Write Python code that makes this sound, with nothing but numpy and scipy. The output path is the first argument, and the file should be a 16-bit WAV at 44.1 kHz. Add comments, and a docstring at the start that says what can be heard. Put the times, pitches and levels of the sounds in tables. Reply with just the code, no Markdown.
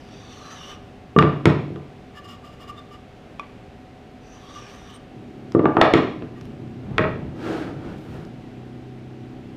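"""Scribing pine boards in a workshop

Pine boards are handled on a workbench in a small, hard-walled workshop, close to the microphone.
A marking gauge scribes two boards (filtered slips); boards and gauge rub, slide (coloured slips) and
strike the bench (short pushes into damped modes). A fan hums (coloured noise and tones), and from
about 5 s an engine, probably a motorbike, drones through the wall (harmonics of its firing rate).
Levels in the tables are relative within each layer."""
import sys
import numpy as np
from scipy import signal
from scipy.fft import rfft, irfft, next_fast_len
from scipy.io import wavfile
from scipy.ndimage import uniform_filter1d, minimum_filter1d

SR = 44100
rng = np.random.default_rng(int(sys.argv[2]) if len(sys.argv) > 2 else 0)


def digitize_waveform(pressure):
    """Quantize a signal to 16-bit integers and store it at the path in sys.argv[1].

    Rows of a 2-D input are taken as channels; values are limited to [-1, 1].
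    """
    field = np.atleast_2d(pressure).T
    bounded = np.clip(field, -1, 1)
    quanta = np.round(bounded * 32767).astype(np.int16)
    wavfile.write(sys.argv[1], SR, quanta)


N = 421816  # length in samples


def undb(db):
    """Decibels to gain."""
    return 10 ** (np.asarray(db) / 20)


def unit(x):
    """Scale to rms 1."""
    return x / np.sqrt(np.mean(x ** 2))


def ramp(x):
    """Rise from 0 to 1 and stay there."""
    return np.clip(x, 0, 1)


def walk(rate):
    """Smooth random drift with a spread a little under 1, taking about `rate` new values a second."""
    hold = int(SR / rate)
    steps = np.repeat(rng.standard_normal(N // hold + 1), hold)
    return uniform_filter1d(steps, hold)[:N]


def swells(rows):
    """Gain of short, rounded movements: each a half sine in time."""
    gain = np.zeros(N)
    for start_s, length_s, db in rows:
        span = np.arange(int(start_s * SR), min(int((start_s + length_s) * SR), N))
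        gain[span] += undb(db) * np.sin(np.pi * (span / SR - start_s) / length_s)
    return gain


def on_bins(hz, values, size):
    """Values joined on a log-frequency axis, at the bins of a transform."""
    bins_hz = np.fft.rfftfreq(size, 1 / SR)
    return np.interp(np.log(bins_hz + 1), np.log(hz), values)


def colour(x, points):
    """Give a sound the spectrum (f/Hz, level/dB); rms 1."""
    size = next_fast_len(len(x))
    hz, db = np.transpose(points)
    shaped = rfft(x, size) * undb(on_bins(hz, db, size))
    return unit(irfft(shaped, size)[:len(x)])


def snap(points, size=1024):
    """Minimum-phase click with the spectrum (f/Hz, level/dB), by folding its cepstrum; energy 1."""
    hz, db = np.transpose(points)
    cepstrum = irfft(np.log(undb(on_bins(hz, db, size))))
    cepstrum[1:size // 2] *= 2
    cepstrum[size // 2 + 1:] = 0
    click = irfft(np.exp(rfft(cepstrum)))
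    return click / np.linalg.norm(click)


def ring(modes):
    """Response of damped modes (f/Hz, level/dB, t60/s) to a tap; energy 1."""
    t = np.arange(SR // 2) / SR
    response = np.zeros(len(t))
    for k, (hz, db, t60) in enumerate(modes):
        sign = (-1) ** k  # neighbouring modes start in opposite directions
        response += sign * undb(db - 60 * t / t60) * np.sin(2 * np.pi * hz * t)
    return response / np.linalg.norm(response)


def through(x, response):
    """Play a sound through a response."""
    return signal.fftconvolve(x, response)[:N]


def band(x, hz, width):
    """A resonance with steep sides; rms 1."""
    edges = [hz - width / 2, hz + width / 2]
    return unit(signal.sosfilt(signal.butter(2, edges, "bandpass", fs=SR, output="sos"), x))


def friction(spread_db, patchy_db, patch_rate):
    """Dense slips of uneven size, coming in patches as the grain passes; rms 1."""
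    slips = rng.standard_normal(N) * undb(spread_db * rng.exponential(size=N))
    return unit(slips * undb(patchy_db * walk(patch_rate)))


# reverberation of the workshop: (f/Hz, level/dB, t60/s)
ROOM_BANDS = [(70, -21.5, .5), (151, 3, 1), (350, -1.5, 0.45), (700, -2.5, 0.57), (1510, -4, 0.44),
              (2880, -7, 0.56), (5600, -11, 0.53), (9400, -17.5, 0.34), (15000, -24, .2)]


def workshop(x, wet_db, first_s=0.0028, build_s=0.0066):
    """Add dense reflections that build up within milliseconds; each band decays at its own pace."""
    t = np.arange(SR) / SR
    noise = rfft(rng.standard_normal(SR))
    onset = ramp((t - first_s) / build_s)
    centres = [row[0] for row in ROOM_BANDS]
    response = 0
    for share, (hz, db, t60) in zip(np.eye(len(ROOM_BANDS)), ROOM_BANDS):
        fade = onset * np.exp(-np.log(1000) * t / t60)
        band_noise = irfft(noise * on_bins(centres, share, SR), SR)
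        response = response + undb(db) * band_noise * fade / np.linalg.norm(fade)
    return x + undb(wet_db) * through(x, response)


# spectrum of the moving air: (f/Hz, level/dB)
AIR_COLOUR = [(15, -26.5), (25, -7), (126, 0.5), (148, -2.5), (253, -2.5), (281, -5.5), (322, -4),
              (368, -10.5), (399, -5.5), (445, -9), (703, -10.5), (762, -11.5), (945, -18.5), (2700, -23),
              (15500, -55)]
# tones of the fan: (f/Hz, rms level/dB)
FAN_TONES = [(253, -55.5), (398.4, -57), (742.9, -56.5)]


def fan():
    """Moving air as coloured noise, with a few slightly wavering tones."""
    sound = colour(rng.standard_normal(N), AIR_COLOUR) * undb(-44 + 0.36 * walk(4.1))
    for hz, db in FAN_TONES:
        turns = np.cumsum(hz + 0.79 * walk(6)) / SR
        sound = sound + undb(db) * np.sqrt(2) * np.sin(2 * np.pi * turns)
    return sound


# the exhaust as heard through the wall: (f/Hz, level/dB)
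EXHAUST_COLOUR = [(35, -55), (70, -32), (95, -3), (125, 10), (160, -7.5), (215, 4.5), (250, 6.5), (285, -3),
                  (320, 2.5), (400, -2.5), (520, -25.5), (1000, -56)]
# pulls between gear changes: (start t/s, end t/s, firing rate at the start f/Hz, climb Hz/s, level/dB)
ENGINE_PULLS = [(5.1, 6.1, 34.79, 0.22, -37), (6.1, 8.27, 30.27, 2.34, -36),
                (8.27, 9.9, 30.75, 1.054, -37.5)]


def engine():
    """Wavering harmonics of a firing rate that climbs in each gear, over a rumble, dulled by the wall."""
    throttle_s = .24  # time to open or close the throttle
    arch_db = 3  # a pull is this much weaker at its ends
    t = np.arange(N) / SR
    firing_hz = np.full(N, 1. * ENGINE_PULLS[0][2])
    throttle = 0
    for start, end, start_hz, climb, db in ENGINE_PULLS:
        firing_hz = np.where(t >= start, start_hz + climb * (t - start), firing_hz)
        arch = (2 * ramp((t - start) / (end - start)) - 1) ** 2
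        opening = ramp(np.minimum(t - start, end - t) / throttle_s + .5)
        throttle = throttle + opening * undb(db - arch_db * arch)
    turns = np.cumsum(firing_hz * (1 + 0.0042 * walk(14))) / SR
    exhaust_hz, exhaust_db = np.transpose(EXHAUST_COLOUR)
    notes = 0
    for k in range(2, 15):
        level = undb(np.interp(k * firing_hz, exhaust_hz, exhaust_db) + 0.5 * walk(7.3))
        notes = notes + level * np.sin(2 * np.pi * (k * turns + rng.random()))
    rumble = colour(rng.standard_normal(N), EXHAUST_COLOUR)
    return (undb(-2.0) * unit(notes) + undb(-12.0) * rumble) * throttle


# sleeves and palms brush past: (start t/s, length t/s, peak level/dB)
BRUSH_MOVES = [(6.35, .2, -65.5), (7.88, 0.44, -59.5)]
# spectrum of the rustle: (f/Hz, level/dB)
RUSTLE_COLOUR = [(500, -4), (3000, 10), (7000, -5), (12000, -7), (15000, -11)]


def brushing():
    """Cloth and skin slide with an airy rustle: coloured slips in rounded swells."""
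    slips = friction(spread_db=3.5, patchy_db=0.5, patch_rate=30)
    return colour(slips, RUSTLE_COLOUR) * swells(BRUSH_MOVES)


# soft bumps of arms and body against the bench: (start t/s, length t/s, peak level/dB)
BODY_BUMPS = [(6.33, 0.42, -42.5), (6.78, 0.42, -32.5), (7.1, 0.29, -37.5), (7.55, 0.33, -42),
              (7.76, 0.26, -37), (8.04, 0.24, -38)]


def bumps():
    """Soft bodies push the bench slowly, so only low, coloured noise swells up."""
    spectrum = [(30, -16), (75, -3), (140, 0), (260, -8), (600, -20), (2000, -38), (12000, -75)]
    return colour(rng.standard_normal(N), spectrum) * swells(BODY_BUMPS)


# short rubs and squeaks: (start t/s, length t/s, level/dB, squeak f/Hz)
BOARD_RUBS = [(2.14, 0.063, -49.5, 1770), (2.226, 0.15, -50, 1168), (2.404, 0.18, -55, 1177),
              (2.57, 0.11, -55.5, 1140), (2.673, 0.044, -43, 1177), (2.76, 0.045, -52.5, 3600),
              (2.901, 0.075, -49.5, 1187), (4.52, 0.096, -52.5, 1210), (4.893, 0.026, -50, 1184),
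              (4.927, 0.054, -61, 8660), (6.355, 0.041, -58, 1860)]


def rubs():
    """Fingers and gauge rub the board: slips excite its modes, each touch favouring one pitch."""
    slips = friction(spread_db=1.5, patchy_db=4.5, patch_rate=50)
    modes = through(slips, ring(BOARD_MODES))
    # small, sharp slips reach the board's upper modes and hiss a little
    upper = colour(modes, [(1000, -19.5), (3000, -7), (5000, 2.5), (7000, 8), (15000, 5)])
    hiss = colour(slips, [(500, -8), (2500, 5), (6500, -9), (9000, -19), (15000, -17)])
    wood = unit(modes) + undb(-5.5) * upper + undb(-10.5) * hiss
    sound = 0
    for start_s, length_s, db, hz in BOARD_RUBS:
        squeak = band(slips, hz, hz / 20)
        sound = sound + (wood + squeak) * swells([(start_s, length_s, db)])
    return sound


# boards pushed over the bench and nudged into line:
# (fastest t/s, time to gather speed t/s, time to stop t/s, level/dB)
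BOARD_SLIDES = [(7.5, 0.1, 0.18, -36), (7.89, 0.093, 0.078, -48), (8.15, 0.11, .11, -49.5)]
# spectrum of a board sliding flat: (f/Hz, level/dB)
FLAT_BOARD_COLOUR = [(35, -49), (60, -15), (83, -11), (141, -0.5), (209, -6.5), (324, 2), (469, -3),
                     (551, -7.5), (816, -10), (1080, -17), (1330, -12), (1670, -15.5), (1880, -20),
                     (3340, -25), (15000, -54)]


def sliding():
    """A board lying flat is damped, so its slips sound broad and hollow; level follows its speed."""
    t = np.arange(N) / SR
    slips = friction(spread_db=2.0, patchy_db=-0.4, patch_rate=49)
    speed = 0
    for fastest, gather, stop, db in BOARD_SLIDES:
        side = np.where(t < fastest, gather, stop)
        speed = speed + undb(db) * np.exp(-((t - fastest) / side) ** 2)
    return undb(7.5) * colour(slips, FLAT_BOARD_COLOUR) * speed


# strokes of the gauge pin:
# (start t/s, at full speed t/s, leaves the board t/s, level/dB, gliding resonance level/dB)
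PIN_STROKES = [(-.1, 0.558, 0.738, -44.5, -7), (4.198, 4.557, 4.955, -47.5, -21)]
# resonances that the pin scratches in the grain: (f/Hz, width f/Hz, level/dB, rise over a stroke dB)
GRAIN_RESONANCES = [(1163, 128, -4, 1.5), (1726, 240, -11, 2), (2520, 240, -9, -1), (2970, 240, -5, 6),
                    (3500, 460, -4.5, 2.5), (4600, 210, -12, -8), (5840, 560, -5, 1),
                    (6100, 1040, -18, -13), (8400, 890, -20.5, 0), (11200, 5000, -19, 5)]


def scribing():
    """The gauge pin tears through the grain; resonances trade places along the board, one glides down."""
    rise_db, sag_db_per_s = 15, 10  # the hand gathers speed, then eases off
    lift_s = .035  # the pin bites, and runs off the end, in this time
    n = np.arange(N)
    t = n / SR
    slips = friction(spread_db=2.0, patchy_db=1.5, patch_rate=55)
    gain, progress, glide = 0, 0, 0  # progress runs from -0.5 to 0.5 over a stroke
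    for start, full, end, db, glide_db in PIN_STROKES:
        touching = ramp((t - start) / lift_s) * ramp(1 - (t - end) / lift_s)
        gathering = rise_db * ramp((full - t) / (full - start))
        easing = sag_db_per_s * np.maximum(t - full, 0)
        gain = gain + touching * undb(db - gathering - easing)
        progress = progress + (touching > 0) * (ramp((t - start) / (end - start)) - .5)
        glide = glide + touching * undb(glide_db)
    scratch = 0
    for hz, width, db, change_db in GRAIN_RESONANCES:
        level = undb(db + change_db * progress + 3.6 * walk(10.0))
        scratch = scratch + band(slips, hz, width) * level
    glide_hz = 5300 + (3380 - 5300) * (progress + .5)  # sinks as the pin nears the end of the board
    carrier = np.sin(2 * np.pi * np.cumsum(glide_hz) / SR)
    scratch = scratch + glide * unit(walk(400) * carrier)  # the drift widens the tone into a band
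    # the changing pressure of the hand bends the pitches
    scratch = np.interp(n + np.cumsum(.03 * walk(14)), n, scratch)
    return (undb(-4.5) * scratch + undb(-6) * colour(slips, CRACK_COLOUR)) * gain


# spectrum of a contact's crack, and of the pin's raw tearing: (f/Hz, level/dB)
CRACK_COLOUR = [(40, -36), (150, -15), (400, 5), (800, 10), (1750, 6.5), (2400, 2.5), (3700, 1), (4800, -9),
                (6500, -11), (8000, -13), (10500, -15.5), (15000, -29.5)]


def strike(contact_hz, spot_hz, t, click):
    """A contact pushes, longer if soft, and cracks; the spot rings briefly, then scatter and bounces."""
    push = t ** 3 * np.exp(-2 * np.pi * 1.7 * contact_hz * t)
    push /= push.sum()
    spot = np.exp(-spot_hz * t / 1.26) * np.sin(2 * np.pi * spot_hz * t)
    spot /= np.linalg.norm(spot)
    crack = through(push, undb(-3) * click + undb(-9.0) * spot)[:len(t)]
    # the crack scatters through the wood, densest after 0.8 ms
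    scatter = rng.standard_normal(len(t)) * t * np.exp(-t / .0008)
    scatter /= np.linalg.norm(scatter)
    # the piece chatters: six bounces within 50 ms, each 25 dB below the crack
    bounce_at = (rng.random(size=6) * .05 * SR).astype(int)
    bounces = np.bincount(bounce_at, minlength=len(t))
    after = undb(-4.5) * scatter + undb(-25) * bounces
    return push, crack + through(crack, after)[:len(t)]


# blows of wood on wood: (t/s, crack level/dB, contact cut-off f/Hz (about -6 dB), struck spot f/Hz,
# bench knock level/dB, ring level/dB, piece that rings, place on the bench)
BLOWS = [ (1.1627, 6, 1150, 485, 15.5, 16, "board", "middle"),
         (1.1671, -1, 700, 450, 13.5, -9, "board", "middle"),
         (1.188, 12.5, 4600, 1480, 5, 15, "board", "middle"),
         (1.2255, 9.5, 2500, 1780, 12.5, 4.5, "board", "middle"),
         (1.456, 14.5, 6200, 1000, 16.5, 7.5, "rail", "middle"),
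         (1.704, -32, 600, 416, -5, -29, "board", "middle"),
         (1.76, -17, 4000, 957, -6.5, -21, "board", "middle"),
         (3.396, -13.5, 7300, 2320, -34, -5.5, "gauge", "middle"),
         (5.549, 10, 845, 450, 17, 8.5, "board", "edge"), (5.594, 3, 1395, 520, 11.5, 2.5, "board", "edge"),
         (5.6431, 4, 795, 610, 12.5, 4, "board", "edge"),
         (5.6562, 15, 1270, 860, 12, 11.5, "board", "edge"),
         (5.7692, 18.5, 1370, 1250, 14, 6, "board", "edge"),
         (5.8132, 22, 2860, 990, 11.5, 15.5, "rail", "edge"),
         (5.815, 10.5, 5600, 4000, -12, -16, "rail", "edge"),
         (5.9375, 20, 4400, 651, 18, 9, "rail", "edge"),
         (6.223, -10, 2400, 700, -5.5, -22, "board", "middle"),
         (6.9815, 8.5, 4400, 2600, -1.5, 10.5, "rail", "middle"),
         (6.9924, -7, 1220, 627, 5.5, 13, "rail", "middle"),
         (7.04, -3, 1500, 1910, -2.5, 8.5, "rail", "middle"),
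         (7.053, 15, 700, 684, -4, -15, "rail", "middle")]
# light ticks as hands touch boards and tools: (t/s, level/dB)
HAND_TICKS = [(5.5213, -19.5), (6.412, -23.5), (8.251, -27)]
# the pieces' own modes, a short board held in the hand, a longer rail and the gauge:
# (f/Hz, level/dB, t60/s)
BOARD_MODES = [(1110, 0.5, 0.052), (1184, 9.5, 0.1), (1430, -5, 0.017), (1790, -6.5, 0.065),
               (2400, -11, 0.02), (2840, 2, 0.033), (3660, -14.5, .03), (4800, -15.5, 0.032),
               (5420, -21.5, 0.024), (6890, -27, 0.027)]
RAIL_MODES = [(433, -5.5, 0.1), (624, -14.5, 0.45), (1076.5, -11.5, 0.09), (1311, -2, 0.063),
              (1585, -13, 0.068), (1916, 5.5, 0.022), (2223, 1.5, 0.023), (2437, 7, 0.013),
              (3420, -19, 0.035)]
GAUGE_MODES = [(1156, 3.5, 0.062), (2200, -6, 0.024), (2450, -2.5, 0.056), (3500, -7, 0.031),
               (5600, -16, .03)]
# the dead knock of the bench top: (f/Hz, level/dB)
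TOP_KNOCK = [(40, -46), (110, -4.5), (220, 0.5), (330, 10.5), (430, 3.5), (560, -2.5), (800, -12.5),
             (1500, -17.5), (4000, -53), (15000, -43)]
# low tones that a knock leaves ringing in the bench and the room: (f/Hz, level/dB, t60/s)
LASTING_TONES = [(272, 5.5, 0.28), (319.9, 4.5, 0.54), (360, -22.5, 1), (373.3, -1.5, 0.66),
                 (372, -33.5, 0.25), (433, 5.5, 0.36), (470, -7.5, 0.41), (604, -3, 0.38), (692, -12, 0.81),
                 (703, -3.5, 0.34), (806, -29.5, 0.99), (957, -8.5, 0.38), (1020, -9.5, 0.66)]
# the bench frame and the air under it: (f/Hz, level/dB, t60/s)
FRAME_MODES = [(87.5, -2, 0.46), (117.2, -0.5, 0.5), (142.15, 0, 0.82), (153.7, 4.5, 0.45),
               (185, 1.5, 0.48), (213.8, -8.5, 0.51), (246.4, -13, 0.4)]
# the bench booms where it is free to flex, less so over its frame: place -> boom above the knock, level/dB
PLACE_BOOM = {"middle": 3.5, "edge": -10}


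def knocks():
    """Each blow cracks at the contact, rings the piece, knocks the bench and leaves low tones and a boom."""
    t = np.arange(SR // 5) / SR
    click = snap(CRACK_COLOUR, size=len(t))
    pieces = {"board": ring(BOARD_MODES), "rail": ring(RAIL_MODES), "gauge": ring(GAUGE_MODES)}
    cracks, tone, gauge, top, frame = np.zeros((5, N))
    for s, crack_db, contact_hz, spot_hz, top_db, ring_db, piece, place in BLOWS:
        push, crack = strike(contact_hz, spot_hz, t, click)
        start = int(s * SR)
        span = slice(start, start + len(t))
        ringing = gauge if piece == "gauge" else tone
        cracks[span] += undb(crack_db) * crack
        ringing[span] += undb(ring_db) * through(push, pieces[piece])[:len(t)]
        top[span] += undb(top_db) * push
        frame[span] += undb(top_db + PLACE_BOOM[place]) * push
    for s, db in HAND_TICKS:
        start = int(s * SR)
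        _, crack = strike(11000, 5400, t, click)
        cracks[start:start + len(t)] += undb(db) * crack
    dead = undb(-1) * workshop(cracks, wet_db=0.5)
    dead = dead + workshop(through(top, snap(TOP_KNOCK)), wet_db=-2.0)
    lasting = undb(-3.5) * through(top, ring(LASTING_TONES)) + undb(-1.5) * through(frame, ring(FRAME_MODES))
    # a ringing piece faces the microphone, so less of it comes by way of the walls
    rings = workshop(tone, wet_db=-2.5)
    rings = rings + workshop(gauge, wet_db=-13)  # the gauge is held close under the microphone
    return undb(2.5) * (dead + lasting + rings)


def scene():
    """Work at the bench, in its room, over the background."""
    background = fan() + engine()
    handling = undb(2.0) * workshop(rubs() + bumps(), wet_db=-3.0)
    pushing = workshop(sliding(), wet_db=-1.5)
    marking = undb(1.06) * workshop(scribing(), wet_db=-1)
    return (background + brushing() + handling + pushing + marking + knocks())[None]


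def record(dry):
    """A very fast limiter holds the loudest blows near full scale; the top is cut above 15.4 kHz."""
    gain = 1 / np.maximum(np.abs(dry), 1)
    gain = uniform_filter1d(minimum_filter1d(gain, size=20), size=20)
    top_cut = signal.ellip(8, .2, 70, 15400, fs=SR, output="sos")
    return signal.sosfilt(top_cut, dry * gain)


dry = scene()
out = record(dry)
digitize_waveform(out)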